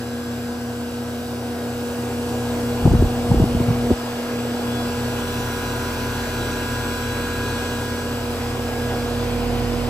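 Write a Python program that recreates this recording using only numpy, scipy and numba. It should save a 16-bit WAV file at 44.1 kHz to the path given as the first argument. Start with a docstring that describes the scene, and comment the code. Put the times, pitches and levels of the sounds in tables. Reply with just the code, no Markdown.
"""Heat pump walk-around

An outdoor heat pump runs while a hand-held stereo microphone walks up, passes over the fan, rests by
the side louvres and rises again. Blade beat, mains hum, motor tones and compressor whine are sines over
rushing air, all following the microphone's position. Over the fan, eddies buffet the microphone."""
import sys
import numpy as np
from scipy import signal
from scipy.io import wavfile
from scipy.ndimage import uniform_filter1d
from numba import njit

SR = 44100
rng = np.random.default_rng(int(sys.argv[2]) if len(sys.argv) > 2 else 0)


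def bounce(signal):
    """Save signal as a 16-bit WAV file at the path given by the first command-line argument."""
    frames = np.transpose(np.atleast_2d(signal))
    limited = np.clip(frames, -1, 1)
    pcm = np.round(limited * 32767).astype(np.int16)
    wavfile.write(sys.argv[1], SR, pcm)


N = 436149

BLADE_HZ, HUM_HZ, COMPRESSOR_HZ = 42.93, 119.97, 58.53
SOUND_M_PER_S = 343
BLOCK = 256  # samples per control step of the tones

# Microphone path. Each row: time in seconds, distance in m, facing the louvres 0-1, over the outlet 0-1.
WALK = [(0.0, 1.47, 0.1, 0.05), (1.0, 1.4, .03, 0.05), (1.9, 1.23, .2, 0.4), (2.5, 0.93, 0.26, 0.83),
        (3.2, 0.89, 0.05, .95), (3.6, 0.76, 0, 0.96), (4.0, 0.74, .1, 0.92), (4.5, .7, 0.34, 0.74),
        (5.0, 0.59, 0.6, 0.68), (5.5, .47, 0.95, .1), (6.3, .43, 0.94, 0.11), (7.5, .45, .95, 0.18),
        (8.0, 0.61, .65, 0.22), (8.3, 0.53, 0.4, 0.22), (8.9, 0.53, 0.39, 0.52), (9.5, 0.44, 0.08, 0.67),
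        (9.89, 0.44, 0.24, 0.47)]
# Stereo width by frequency: how alike left and right sound, and how far right leads.
# Each row: frequency in Hz, left-right coherence, right lead in radians.
STEREO_IMAGE = [(60, 0.83, 0), (250, 0.97, 0), (600, 0.88, 0), (1170, 0.68, -0.75), (1900, 0.31, -0.5),
                (3400, 0.82, -2), (5200, .15, -.6), (6200, .45, 0), (7100, .1, 0), (7800, .7, 0),
                (8700, .75, .9), (9500, 1, np.pi), (11440, 1.05, 7.5), (12300, 1.05, 8.5),
                (13700, 1.05, 11), (15400, 1.05, 15.5)]
# Gains of the air's rumble, roar, whoosh and hiss.
# Each row: dB at 1 m, dB per halved distance, dB added at the louvres, dB added over the outlet.
AIR_BANDS = [(-4, 2.9, 1, 5.7), (-1.07, 1.12, 1, 6.45), (0.1, 4.3, -3, 1.1), (3.5, 0.47, -0.2, 2.4)]


def blades_and_hum(t, sent_s):
    """Blade beat and mains hum with their octaves; the balance shifts as the hand turns."""
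    # One row per tone of hz. Each row: level in dB at 1 m, then gains in dB as in AIR_BANDS.
    tone_levels = [(-52.5, 15, -5, 11), (-39, 5, -2.5, 3.5), (-38, 2.9, -1.7, 5.5), (-30.5, -1, -2.5, 7),
                   (-35.5, 1.5, -1, 4.5)]
    # Each row: time in seconds, left minus right in dB.
    hand_turn = [(0.0, 0.5), (7.65, -0.5), (9.14, -2.5), (9.89, -5.5)]
    hz = np.array([BLADE_HZ, 2 * BLADE_HZ, HUM_HZ, 2 * HUM_HZ, 4 * HUM_HZ])
    level_db = walk_db(tone_levels, t) + bass_dip_db(hz, t) + 0.84 * drift(len(hz), 5.1, t)
    pan_db = np.array([1.6, 1.9, 0.7, -0.0069, -0.52])
    lead_rad = np.array([0.27, 0.084, 0.046, 0.16, 0.21])
    turn_db = at_times(hand_turn, np.arange(N) / SR)[0]
    return stereo_tones(hz, 0 * hz, level_db, pan_db, lead_rad, sent_s) * amp(np.outer([.5, -.5], turn_db))


def fan_motor(t, sent_s, near_db):
    """Motor tones: hum multiples shifted by whole shaft turns; higher ones waver more."""
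    # Each row: frequency in Hz, level in dB at the louvres, level in dB elsewhere.
    motor_tones = [(129.8, -48, -53.5), (173.2, -47.5, -67), (226.6, -52, -56), (256, -48, -50),
                   (271, -43, -53), (283, -50, -50.8), (302, -46, -49), (327.3, -52, -60), (343, -67, -47),
                   (387, -45, -48), (528, -52.5, -54), (715, -56, -57), (1270, -47.5, -56),
                   (1309, -52, -57), (1383, -47, -59.1), (1440, -56, -68.4), (1407, -48, -68),
                   (1425, -56, -64), (1426, -51, -58), (1513, -54, -61), (2340, -54.5, -89),
                   (2470, -51, -67), (2544, -59.5, -69), (2857, -52.5, -58), (2880, -61, -62)]
    hz, louvre_db, elsewhere_db = np.transpose(motor_tones)
    facing = at_times(WALK, t)[1]
    level_db = np.outer(louvre_db, facing) + np.outer(elsewhere_db, 1 - facing) + near_db
    level_db += (2.0 + hz[:, None] / 2500) * drift(len(hz), 4, t)
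    start_rad, pan_db, lead_rad = random_placement(hz)
    return stereo_tones(hz, start_rad, level_db, pan_db, lead_rad, sent_s)


def compressor(t, sent_s, near_db):
    """Whine of shaft harmonics: all sound faintly, the casing lifts some."""
    # Each row: shaft order, level in dB at the louvres, from afar and over the outlet,
    # left minus right in dB, right lead in radians.
    lifted_orders = [(2, -39.3, -44, -44, 1.3, -0.1), (4, -46.3, -45.2, -45.2, 0.5, 0.1),
                     (17, -39.6, -56, -51, -3.4, 0.2), (24, -46.9, -62, -61, 3.8, -0.7),
                     (25, -45.2, -59, -53, -9.8, -0.3), (26, -44.5, -50, -56, 8.5, 1.6),
                     (27, -53, -66, -69, 6.8, 0.3), (28, -36.5, -51, -52, 1.4, -0.2),
                     (40, -54, -63, -59, -3.5, -3.0), (46, -52, -68, -63, 1.1, 0.3),
                     (56, -57.7, -67.7, -67.7, -0.7, -0.9), (58, -48, -62, -58, 8.2, 3.1),
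                     (66, -58, -58, -66, 3.2, -0.7), (68, -51, -62, -72, -4.4, -0.2),
                     (75, -63.6, -60, -65, -4.5, -1.2), (76, -56, -65, -64, -4.2, -1.0),
                     (84, -54.5, -60, -56, -0.6, -1.8), (85, -63, -63, -62, 0, -.5),
                     (86, -59, -59, -57, -0.9, 2.1), (96, -55, -68, -68, -3.8, 0.8),
                     (100, -58, -70.2, -70.2, -9.9, 0.4), (102, -56.5, -65, -68, -1.6, 0.2),
                     (106, -62.9, -65.4, -65.4, -7.3, -0.3), (124, -62, -65, -66, 0.6, -0.4),
                     (130, -68, -58, -74, 0, 0), (132, -51.5, -64, -64, -0.8, -0.1),
                     (135, -59, -68, -64, -1.1, 0.5), (140, -62.4, -66, -66, -5.0, 0.6)]
    # Envelope of the other orders. Each row: frequency in Hz, level in dB.
    faint_envelope = [(500, -53), (1500, -54), (3000, -84), (8000, -79), (11000, -61.5), (15000, -62)]
    # Brief swells. 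Each row: centre in seconds, shaft order, gain in dB, half length in seconds.
    swells = [(0.3, 130, 6, .3), (2.5, 85, 5, .3), (4.77, 58, 12, .1), (4.85, 84, 8, .25),
              (8.85, 28, 6, .2), (8.9, 58, 5, .2)]
    # Each row: time in seconds, compressor distance minus fan motor distance in m.
    extra_path = [(0, -.25), (2, 0), (4.4, .45), (6.8, .95), (7.6, .85), (9.9, .2)]
    _, facing, outlet = at_times(WALK, t)
    order = np.arange(1, 268)
    hz = order * COMPRESSOR_HZ
    start_rad, pan_db, lead_rad = random_placement(hz)
    louvre_db = at_freqs(faint_envelope, hz)[0] - 9 * rng.random(len(order))
    far_db, top_db = louvre_db - 8.5, louvre_db - 6.5
    lifted, *columns = np.transpose(lifted_orders)
    at = np.round(lifted).astype(int) - 1
    louvre_db[at], far_db[at], top_db[at], pan_db[at], lead_rad[at] = columns
    # standing patterns make high orders come and go as the microphone moves
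    depth_db = np.minimum(order / 60, 1)[:, None] * (10 - 4 * facing)
    wander_db = depth_db * (.7 - abs(drift(len(order), 6, t)))
    above = np.clip(2 * outlet, 0, 1)
    elsewhere_db = np.outer(far_db, 1 - above) + np.outer(top_db, above)
    level_db = np.outer(louvre_db, facing) + elsewhere_db * (1 - facing) + near_db + wander_db
    for centre_s, multiple, gain_db, half_s in swells:
        bell = np.exp(-((t - centre_s) / half_s) ** 2)
        level_db[multiple - 1] += bell * (gain_db - wander_db[multiple - 1])
    delay_s = uniform_filter1d(at_times(extra_path, t)[0], size=80) / SOUND_M_PER_S
    start_rad[:2] = 0  # times the 3 Hz throb of order 2 against the hum
    return stereo_tones(hz, start_rad, level_db, pan_db, lead_rad, sent_s - delay_s)


def buffets(opposed_db=-14):
    """Each eddy is a short pressure swing that dies away falling in pitch, with finer swirls on top."""
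    # Each row: time in seconds, envelope peak in dB, pitch in Hz.
    eddies = [(2.856, -2.5, 160.5), (2.864, -4.5, 355), (2.877, -5, 176), (2.916, -8, 189),
              (2.937, -6, 307), (2.951, -7, 192), (3.002, -11, 109.3), (3.025, -7, 345), (3.046, -14, 132),
              (3.062, -20, 80), (3.306, -16, 157), (3.317, -4.5, 171), (3.346, -8.5, 315),
              (3.375, -18, 69.7), (3.401, -8, 337), (3.41, -10, 194), (3.424, -8, 111), (3.441, -5.5, 273),
              (3.55, -10.5, 247), (3.566, -14, 88.3), (3.604, -11, 344), (3.612, -14, 151),
              (3.687, -12, 140), (3.707, -9, 156), (3.907, -8, 360), (3.914, -4, 330), (3.923, -11.5, 98.3)]
    out = np.zeros((2, N))
    phases_rad = 2 * np.pi * rng.random((len(eddies), 2))
    swirls = unit_rms(butterworth(rng.standard_normal(N), 3, [450, 880], "band"))
    for (time_s, peak_db, hz), (common_rad, opposed_rad) in zip(eddies, phases_rad):
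        centre, before = round(time_s * SR), int(2 * SR / hz)
        cycles = np.arange(-before, 2 * before) / SR * hz
        envelope = amp(peak_db) * np.exp(-.5 * (cycles / np.where(cycles < 0, .45, .8)) ** 2)
        phase = 2 * np.pi * (cycles - 0.14 * cycles * abs(cycles))
        common = envelope * (np.cos(phase + common_rad) + 0.12 * swirls[centre:][:len(cycles)])
        opposed = envelope * amp(opposed_db) * np.cos(phase + opposed_rad)
        out[:, centre - before:centre + 2 * before] += [common + opposed, common - opposed]
    return out


def turbulence():
    """Low rumble of the air stream on the microphone, between the buffets."""
    # Each row: time in seconds, level in dB.
    gusts = [(2.75, -38), (2.874, -13.5), (3.052, -16), (3.142, -42), (3.358, -19.5), (4.0, -42)]
    t = np.arange(N) / SR
    mid, side = butterworth(rng.standard_normal((2, N)), 2, [35, 90], "band")
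    fade = np.interp(t, [gusts[0][0], gusts[1][0], gusts[-2][0], gusts[-1][0]], [0, 1, 1, 0])
    return fade * amp(at_times(gusts, t)[0]) * unit_rms(mid + np.outer([.15, -.15], side))


def rushing_air(fft_size=2048, hop=512):
    """Noise whose colour blends along the walk, lightly chopped by blades and compressor."""
    # Each row: frequency in Hz, density in dB per Hz at the louvres and elsewhere.
    base_spectrum = [(28, -77, -83), (60, -61, -61), (180, -65.5, -63), (350, -61, -63),
                     (657, -64.5, -64.5), (700, -66, -59.5), (818, -64.5, -67), (1265, -70.5, -73),
                     (2040, -74.5, -77), (2470, -73, -76), (4930, -78, -83), (6900, -82.5, -89),
                     (7840, -79.5, -85.5), (8900, -86, -91), (15500, -85, -91)]
    # Centre in Hz of each row of AIR_BANDS.
    centres_hz = [170, 500, 2400, 7000]
    t = np.arange(N // hop + 5) * hop / SR
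    hz = np.fft.rfftfreq(fft_size, 1 / SR)
    left_re, left_im, other_re, other_im, patches = rng.standard_normal((len(t), len(hz), 5)).T
    patches = uniform_filter1d(patches, size=20, axis=0)
    patches = unit_rms(uniform_filter1d(patches, size=8, axis=1))
    facing = at_times(WALK, t)[1]
    louvre_db, elsewhere_db = at_freqs(base_spectrum, hz)
    band_share = at_freqs(np.c_[centres_hz, np.eye(4)], hz)
    level_db = np.outer(louvre_db, facing) + np.outer(elsewhere_db, 1 - facing)
    level_db += band_share.T @ walk_db(AIR_BANDS, t) + bass_dip_db(hz, t) + 1.13 * patches
    level_db += 0.79 * np.outer(band_share[3], drift(1, 10, t)[0])  # the hiss flutters
    coherence, lead_rad = at_freqs(STEREO_IMAGE, hz)[..., None]
    coherence = np.clip(coherence, 0, 1)
    left, other = left_re + 1j * left_im, other_re + 1j * other_im
    right = coherence * np.exp(1j * lead_rad) * left + np.sqrt(1 - coherence ** 2) * other
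    spectra = np.array([left, right]) * amp(level_db) * np.sqrt(1.5 * SR / fft_size)
    rush = signal.istft(spectra, nperseg=fft_size, noverlap=fft_size - hop)[1][:, :N]
    sample_s = np.arange(N) / SR
    blade_chop = 0.18 * butterworth(rush, 2, 1800, "low") * np.sin(2 * np.pi * BLADE_HZ * sample_s)
    return rush * (1 + 0.02 * np.sin(2 * np.pi * 2 * COMPRESSOR_HZ * sample_s)) + blade_chop


def bass_dip_db(hz, t, start_s=3.93, depth_db=-13.5, top_hz=330, return_s=0.44):
    """After the last buffet the bass thins out, then returns from the top down."""
    corner_hz = top_hz * np.exp(-np.maximum(t - start_s, 0) / return_s) * (t > start_s)
    return depth_db * corner_hz ** 2 / (corner_hz ** 2 + hz[:, None] ** 2 + 1)


def walk_db(rows, t):
    """Level of each row along the walk, from distance, louvres and outlet."""
    distance_m, facing, outlet = at_times(WALK, t)
    halvings = -np.log2(np.maximum(distance_m, .1))
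    return np.array(rows) @ [np.ones(len(t)), halvings, facing, outlet]


def random_placement(hz):
    """Start phase, pan and right lead per tone, looser where the channels are less coherent."""
    start_turns, *draws = rng.random((len(hz), 3)).T
    coherence, lead_rad = at_freqs(STEREO_IMAGE, hz)
    scatter = (1 - np.clip(coherence, 0, 1)) * (2 * np.array(draws) - 1)
    return 2 * np.pi * start_turns, 8 * scatter[0], lead_rad + 3 * scatter[1]


def stereo_tones(hz, start_rad, level_db, pan_db, lead_rad, sent_s):
    """Panned tones of given rms level over time."""
    channel_db = level_db[:, None] + np.multiply.outer(pan_db, [.5, -.5])[..., None]
    return sine_bank(hz, start_rad, lead_rad, np.sqrt(2) * amp(channel_db), sent_s)[:, :N]


@njit
def sine_bank(hz, start_rad, lead_rad, gain, sent_s):
    """Sum of sines; gain (tone, channel, block) and emission time are given once per block."""
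    out = np.zeros((2, (len(sent_s) - 1) * BLOCK))
    for k in range(len(hz)):
        lead_cos, lead_sin = np.cos(lead_rad[k]), np.sin(lead_rad[k])
        for j in range(len(sent_s) - 1):
            phasor = np.exp(1j * (2 * np.pi * hz[k] * sent_s[j] + start_rad[k]))
            step = np.exp(2j * np.pi * hz[k] * (sent_s[j + 1] - sent_s[j]) / BLOCK)
            for i in range(j * BLOCK, (j + 1) * BLOCK):
                out[0, i] += gain[k, 0, j] * phasor.imag
                out[1, i] += gain[k, 1, j] * (lead_cos * phasor.imag + lead_sin * phasor.real)
                phasor *= step
    return out


def drift(count, top_hz, t):
    """Rows of slow random wandering, rms 1 overall."""
    hz = np.geomspace(.1, top_hz, 8)[:, None]
    sines = np.sin(2 * np.pi * (hz * t + rng.random((count, 8, 1))))
    return unit_rms((sines / np.sqrt(hz)).sum(1))


def at_times(rows, t):
    """Table columns interpolated at times t."""
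    row_s, *columns = np.transpose(rows)
    return np.array([np.interp(t, row_s, c) for c in columns])


def at_freqs(rows, hz):
    """Table columns interpolated at hz, on a log axis."""
    row_hz, *columns = np.transpose(rows)
    return np.array([np.interp(np.log(hz + 1), np.log(row_hz + 1), c) for c in columns])


def butterworth(x, order, hz, kind):
    """Causal Butterworth filter."""
    return signal.sosfilt(signal.butter(order, hz, kind, fs=SR, output="sos"), x)


def amp(db):
    """Decibels to gain."""
    return 10 ** (np.asarray(db) / 20)


def unit_rms(x):
    """Scales to rms 1."""
    return x / np.sqrt(np.mean(x ** 2) + 1e-20)


def scene():
    """Machine tones, air and buffeting; walking changes the path delay and so bends the tones."""
    t = np.arange(N // BLOCK + 2) * BLOCK / SR
    sent_s = t - uniform_filter1d(at_times(WALK, t)[0], size=50) / SOUND_M_PER_S
    near_db = 0.15 * walk_db(AIR_BANDS, t)[2]  # motor and compressor follow the whoosh slightly
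    machine = blades_and_hum(t, sent_s) + fan_motor(t, sent_s, near_db) + compressor(t, sent_s, near_db)
    return machine + rushing_air() + buffets() + turbulence()


def record(dry, ceiling=.95, edge_hz=15750):
    """The input stage cuts the deepest bass and rounds off the hardest buffets; then the band limit."""
    cut = butterworth(dry, 2, 32, "high")
    rounded = cut / (1 + abs(cut / ceiling) ** 4) ** .25
    lowpass = signal.firwin(511, edge_hz, window=("kaiser", 9), fs=SR)
    return signal.oaconvolve(rounded, lowpass[None], "same")


dry = scene()
out = record(dry)
bounce(out)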